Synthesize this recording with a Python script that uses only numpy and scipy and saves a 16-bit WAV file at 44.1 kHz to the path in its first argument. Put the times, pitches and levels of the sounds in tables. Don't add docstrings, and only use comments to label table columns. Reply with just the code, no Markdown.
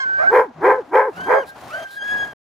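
import sys
import numpy as np
from scipy import signal
from scipy.fft import rfft, irfft
from scipy.io import wavfile
from scipy.ndimage import uniform_filter1d, minimum_filter1d

SR = 44100
rng = np.random.default_rng(int(sys.argv[2]) if len(sys.argv) > 2 else 0)


def persist_wave(psi):
    counts = np.round(np.clip(psi, -1, 1) * 32767).astype(np.int16)
    wavfile.write(sys.argv[1], SR, np.atleast_2d(counts).T)


N = 114660
T = np.arange(N) / SR

# start t/s, attack/s, hold/s, release/s, level/dB, whoop t/s, whoop level/dB, teeth hiss level/dB
BARKS = [(.306, 0.043, 0.039, 0.046, -11.5, 0.49, -40, -47.5),
         (0.615, 0.038, 0.056, 0.052, -12, .793, -20, -52.5),
         (0.923, 0.03, .025, 0.08, -11, 1.082, -20, -52.5),
         (1.255, 0.054, 0.033, 0.074, -15.5, 1.383, -22.5, -53.5)]
# middle t/s, half length/s, top f/Hz of the low voice, then of the high
PITCH_ARCHES = [(.382, 0.066, 438.7, 0.38, 0.089, 502.5), (.71, .086, 426, .712, .102, 512),
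                (1.005, .092, 427.9, 1.01, 0.089, 521), (1.345, 0.065, 422.3, 1.36, 0.088, 530)]

def bark(start, attack, hold, release, level_db, whoop_s, whoop_db, hiss_db, arches):
    t = np.arange(start - .08, start + .22, 1 / SR)
    rise = np.maximum(1 - (t - start) / attack, 0)
    fall = np.maximum((t - start - attack - hold) / release, 0)
    push = amp(-13.5 * (rise ** 2 + fall ** 1.37))
    effort = amp(level_db) * push
    whoop = np.exp(-((t - whoop_s) / .02) ** 2)
    strain = push ** .21 * (1 - .5 * whoop)
    murmur = amp(level_db - 25) * np.exp(-((t - arches[0]) / .12) ** 4)
    flutter_hz = 88 * (1 + .2 * wobble(t, rate_hz=88))
    flutter = 1 + .3 * strain * np.cos(angle(flutter_hz))
    low = arches[:3], .36, amp(-1), 0
    high = arches[3:], .44, 1, amp(whoop_db) * whoop + murmur
    tone, drive = 0, 0
    for (mid, half, top_hz), rest_share, weight, hum in (low, high):
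        arch = 1 / (1 + np.abs((t - mid) / half) ** np.where(t < mid, 5, 8))
        climb = 1 + .6 * (t - mid)
        hz = top_hz * (rest_share + (1 - rest_share) * arch * climb)
        phase = angle(hz * (1 + .0497 * strain * wobble(t, rate_hz=158)))
        force = weight * effort * (hz / top_hz) ** 2.55
        shake = 1 + .98 * strain * np.tanh(wobble(t, rate_hz=50))
        tone += (force + np.sqrt(2) * hum) * np.cos(phase) * shake
        drive += (force + amp(-19) * hum) * rasp(phase, rough=.27 + .17 * strain)
    hiss = highpass(rng.standard_normal(len(t)), hz=3500)
    gruff = np.sqrt(np.mean(effort ** 2)) * jaw(drive * flutter, t - start - attack)
    return t[0], amp(hiss_db) * push * hiss - amp(-5) * tone - amp(-.58) * gruff


def rasp(phase, rough):
    folds = sum(np.cos(k * phase) for k in range(1, 9))
    puffs = (1 + np.cos(phase)) * rng.standard_normal(len(phase))
    return (1 - rough) * unit(folds) + 2 * rough * unit(puffs)


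# f/Hz, relative level/dB
BARK_THROAT = [(170, -45), (280, -29.5), (380, -3.5), (520, -4), (690, -3), (850, 5), (1000, 2.5),
               (1280, -6.5), (1560, -1.5), (1720, -9.5), (2050, -9), (2380, -15), (2700, -38.5),
               (3050, -28.5), (3600, -44), (5600, -39.5), (7500, -49), (15000, -56.5)]

def jaw(x, since_widest, open_s=.016, close_s=.078, muffle_hz=1754):
    wide = colour(x, BARK_THROAT)
    shut = signal.sosfiltfilt(signal.butter(3, muffle_hz, fs=SR, output="sos"), wide)
    opening = np.exp(np.minimum(since_widest / open_s, -since_widest / close_s))
    return shut + (wide - shut) * opening


# start t/s, length/s, f/Hz, level/dB
GROWLS = [(.548, 0.082, 162, -43), (1.14, 0.12, 173.5, -42.5)]

def growl(start, length, hz, db):
    t = np.arange(0, length, 1 / SR)
    phase = angle(hz * (1 + .02 * wobble(t, rate_hz=40)))
    return start, amp(db) * swell(t, length) * unit(np.sin(phase))


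# t/s, f/Hz, level/dB, octave level/dB
WHINES = [
    [(0, 1620, -22, -42.5), (.03, 1569, -21.5, -53.5), (.05, 1542, -20, -69), (.22, 1571, -18, -67),
     (.255, 1565, -26, -66), (.283, 1577, -7.5, -68), (.31, 1544, -21.5, -72)],
    [(1.13, 1300, -55, -63), (1.2, 1511, -28.5, -47.5), (1.256, 1592, -29, -50.5), (1.33, 1617, -25, -56),
     (1.41, 1602, -27, -48.5), (1.43, 1485, -37, -52), (1.45, 1150, -50, -52)],
    [(1.44, 1640, -63, -79), (1.5, 1602, -35.5, -78), (1.6, 1600, -63, -75)],
    [(1.68, 901, -43, -67), (1.72, 1360, -34.5, -44), (1.755, 1539, -23, -49), (1.796, 1583, -34, -47.5),
     (1.84, 1578, -39, -44.5), (1.862, 1566, -28, -71), (1.885, 1577, -43, -57.5), (1.95, 1608, -34, -70)],
    [(1.95, 1572, -44, -66), (1.975, 1664, -27.5, -51), (1.999, 1591, -32, -47), (2.027, 1624, -26, -35),
     (2.045, 1654, -28.5, -50), (2.115, 1663, -21, -37), (2.16, 1655, -20, -54), (2.19, 1658, -24.5, -38),
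     (2.235, 1641, -20, -37.5), (2.252, 1612, -35, -48), (2.262, 1668, -34.5, -65), (2.3, 1628, -36.5, -52),
     (2.335, 1590, -46, -63)],
]
# left lead/ms, left minus right level/dB
WHINE_PLACES = [(-.27, -2), (.25, 0), (.2, 0), (.17, -1), (.16, 1.5)]
# harmonic number, level offset/dB, share by which it follows the whistle, not the octave
WHINE_OVERTONES = [(3, -23, .5), (4, -16, .15), (6, -27, .2)]

def whine(curve, where):
    times, *columns = np.transpose(curve)
    t = np.arange(times[0], times[-1], 1 / SR)
    hz, db, octave_db = (np.interp(t, times, column) for column in columns)
    jitter = .004 * wobble(t, rate_hz=43)
    hoarseness = .22 * (1 - hz / hz.max()) * wobble(t, rate_hz=150)
    phase = angle(hz * (1 + jitter + hoarseness))
    upper = amp(octave_db) * np.sin(2 * phase)
    for k, offset_db, share in WHINE_OVERTONES:
        flicker_db = 3.5 * wobble(t, rate_hz=55)
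        upper += amp(octave_db + share * (db - octave_db) + offset_db + flicker_db) * np.sin(k * phase)
    gate = np.clip(np.minimum(t - times[0], times[-1] - t) / .0025, 0, 1)
    flow = np.sqrt(2) * gate * (1 + .11 * wobble(t, rate_hz=55))
    return times[0], place(flow * amp(db) * np.sin(phase), *where) + flow * upper


# start t/s, length/s, f/Hz, level/dB
SQUEAL = (0, .05, 1062, -34)

def squeal(start, length, hz, db):
    t = np.arange(0, length, 1 / SR)
    phase = angle(hz * (1 + .004 * wobble(t, rate_hz=39)))
    slope_db = -3.2 * (1 + (t / .06) ** 2)
    tone = sum(amp(slope_db * k) * np.sin(k * phase) for k in range(1, 8))
    gate = np.clip(np.minimum(t, length - t) / .0032, 0, 1)
    return start, place(amp(db) * unit(tone) * gate, lead_ms=-.13, pan_db=-5)


# start t/s, length/s, level/dB, middle f/Hz, rise/(share per s), left lead/ms, left minus right/dB
YELPS = [(0.184, .1, -18, 660, 3.22, -0.75, -4.5), (1.288, .11, -21, 620, 0.49, -.65, -11.5),
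         (1.713, 0.1405, -33, 652.4, 0.715, 0.15, 3.5)]
# f/Hz, relative level/dB
YELP_THROAT = [(200, -40), (430, -4.5), (660, 11), (1000, -2.5), (1400, -1), (2200, -8), (2800, -35.5),
               (7000, -32), (14000, -54.5)]

def yelp(start, length, db, hz, rise, lead_ms, pan_db):
    t = np.arange(0, length, 1 / SR)
    glide = 1 + rise * (t - length / 2)
    phase = angle(hz * glide * (1 + .075 * wobble(t, rate_hz=120)))
    voice = colour(rasp(phase, rough=.3), YELP_THROAT)
    return start, place(amp(db) * np.sqrt(swell(t, length)) * voice, lead_ms, pan_db)


# t/s, swish level/dB, thud and rub level/dB
WALK = [(0, -51, -48.5), (.3, -49, -40), (.5, -61, -50), (.58, -55.5, -38.5), (1.11, -58, -53),
        (1.179, -45, -34), (1.401, -50.5, -45), (1.53, -54, -44), (1.58, -48, -41), (1.832, -42, -43),
        (1.855, -50.5, -53), (1.99, -58.5, -50.5), (2.015, -51.5, -45.5), (2.12, -42, -38.5),
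        (2.242, -45, -36), (2.33, -52.5, -42.5)]
# f/Hz, relative level/dB
SWISH_SPECTRUM = [(500, 0.5), (1500, 11), (3800, 3.5), (6000, -1.5), (9000, -4.5), (15000, -9)]
RUB_SPECTRUM = [(20, -18), (45, -14.5), (90, -2), (200, -2), (480, -1.5), (780, 4), (1150, -4), (1900, -13),
                (6000, -58.5)]

def coat(near_s=1.1, far_hz=7500):
    times, swish_db, rub_db = np.transpose(WALK)
    friction = pair(rng.standard_normal(N), apart=1) * amp(1.6 * wobble(T, rate_hz=50))
    swish = colour(friction, SWISH_SPECTRUM) * amp(np.interp(T, times, swish_db))
    dull = signal.sosfiltfilt(signal.butter(4, far_hz, fs=SR, output="sos"), swish)
    nearness = np.clip((T / near_s) ** 2, .35, 1)
    rub = colour(pair(rng.standard_normal(N), apart=.4), RUB_SPECTRUM)
    rub *= amp(np.interp(T, times, rub_db) + 2.4 * wobble(T, rate_hz=25))
    return dull + (swish - dull) * nearness + rub


# start t/s, length/s, level/dB
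FOOTFALLS = [(1.461, 0.054, -47), (1.88, 0.12, -47.5)]
# f/Hz, relative level/dB
SNOW_SPECTRUM = [(500, -18), (2500, -13), (3900, 10), (6000, -4.5), (10000, -0.5), (15000, -4)]

def boots(grains_per_s=2530):
    steps = np.zeros((2, N))
    for start, length, db in FOOTFALLS:
        t = np.arange(0, length, 1 / SR)
        grains = unit(rng.standard_normal(len(t)) * (rng.random(len(t)) < grains_per_s / SR))
        crunch = colour(pair(grains, apart=.53), SNOW_SPECTRUM)
        add(steps, start, amp(db) * swell(t, length) * crunch)
    return steps


def echoes(x, t60_s, lowest_hz):
    t = T[:SR // 2]
    tail = rng.standard_normal((2, len(t))) * amp(-60 * t / t60_s)
    tail /= np.linalg.norm(tail, axis=1, keepdims=True)
    return signal.fftconvolve(x, highpass(tail, lowest_hz), axes=1)[:, :N]


def place(x, lead_ms, pan_db):
    side = np.array([[.5], [-.5]])
    khz = np.fft.rfftfreq(len(x), 1000 / SR)
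    return irfft(rfft(x) * np.exp(2j * np.pi * khz * lead_ms * side), len(x)) * amp(pan_db * side)


def pair(x, apart):
    return x + apart * rng.standard_normal((2, len(x)))


def amp(db):
    return 10 ** (np.asarray(db) / 20)


def unit(x):
    return x / np.sqrt(np.mean(x ** 2) + 1e-20)


def add(mix, start, sound):
    part = mix[..., max(round(start * SR), 0):][..., :sound.shape[-1]]
    part += sound[..., :part.shape[-1]]


def colour(x, spectrum):
    f, db = np.transpose(spectrum)
    hz = np.fft.rfftfreq(x.shape[-1], 1 / SR)
    gain = amp(np.interp(np.log(hz + 1), np.log(f + 1), db))
    return unit(irfft(rfft(x) * gain, x.shape[-1]))


def highpass(x, hz):
    return signal.sosfilt(signal.butter(2, hz, "high", fs=SR, output="sos"), x)


def wobble(t, rate_hz):
    hz = np.fft.rfftfreq(N, 1 / SR)
    return unit(irfft(rfft(rng.standard_normal(N)) / (1 + (hz / rate_hz) ** 4), N))[:len(t)]


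def angle(hz):
    return 2 * np.pi * (np.cumsum(hz) / SR + rng.random())


def swell(t, length):
    return np.abs(np.sin(np.pi * t / length)) ** .814


def scene():
    near, team = np.zeros((2, N)), np.zeros((2, N))
    for row, arches in zip(BARKS, PITCH_ARCHES):
        add(near, *bark(*row, arches))
    for row in GROWLS:
        add(near, *growl(*row))
    for curve, where in zip(WHINES, WHINE_PLACES):
        add(team, *whine(curve, where))
    for row in YELPS:
        add(team, *yelp(*row))
    add(team, *squeal(*SQUEAL))
    reflections = amp(-2.5) * echoes(near, t60_s=.033, lowest_hz=1270)
    dogs = near * amp([[.4], [-.4]]) + reflections + team
    trees = amp(-19) * echoes(dogs, t60_s=.27, lowest_hz=499)
    walker = (coat() + boots()) * amp([[.8], [-.8]])
    return dogs + trees + walker


# f/Hz, left lead/rad
PORT_PHASE = [(0, 0), (7000, -.3), (8500, -3.1), (9400, -5.9), (10800, -6.6), (11900, -9.2), (12700, -9.7),
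              (13300, -12.3), (15400, -13)]

def record(dry, ceiling=.93, stop_s=2.333, top_hz=15600):
    lead = np.interp(np.fft.rfftfreq(N, 1 / SR), *np.transpose(PORT_PHASE))
    ports = irfft(rfft(dry) * np.exp(1j * lead * np.array([[.5], [-.5]])), N)
    safe_gain = np.minimum(1, ceiling / (np.abs(ports).max(0) + 1e-9))
    limiter = uniform_filter1d(minimum_filter1d(safe_gain, size=201), size=201)
    stop = np.clip((stop_s - T) / .0017 + 1, 0, 1)
    band_limit = signal.firwin(511, top_hz, window=("kaiser", 9), fs=SR)
    return signal.oaconvolve(ports * limiter * stop, band_limit[None], "same")


dry = scene()
out = record(dry)
persist_wave(out)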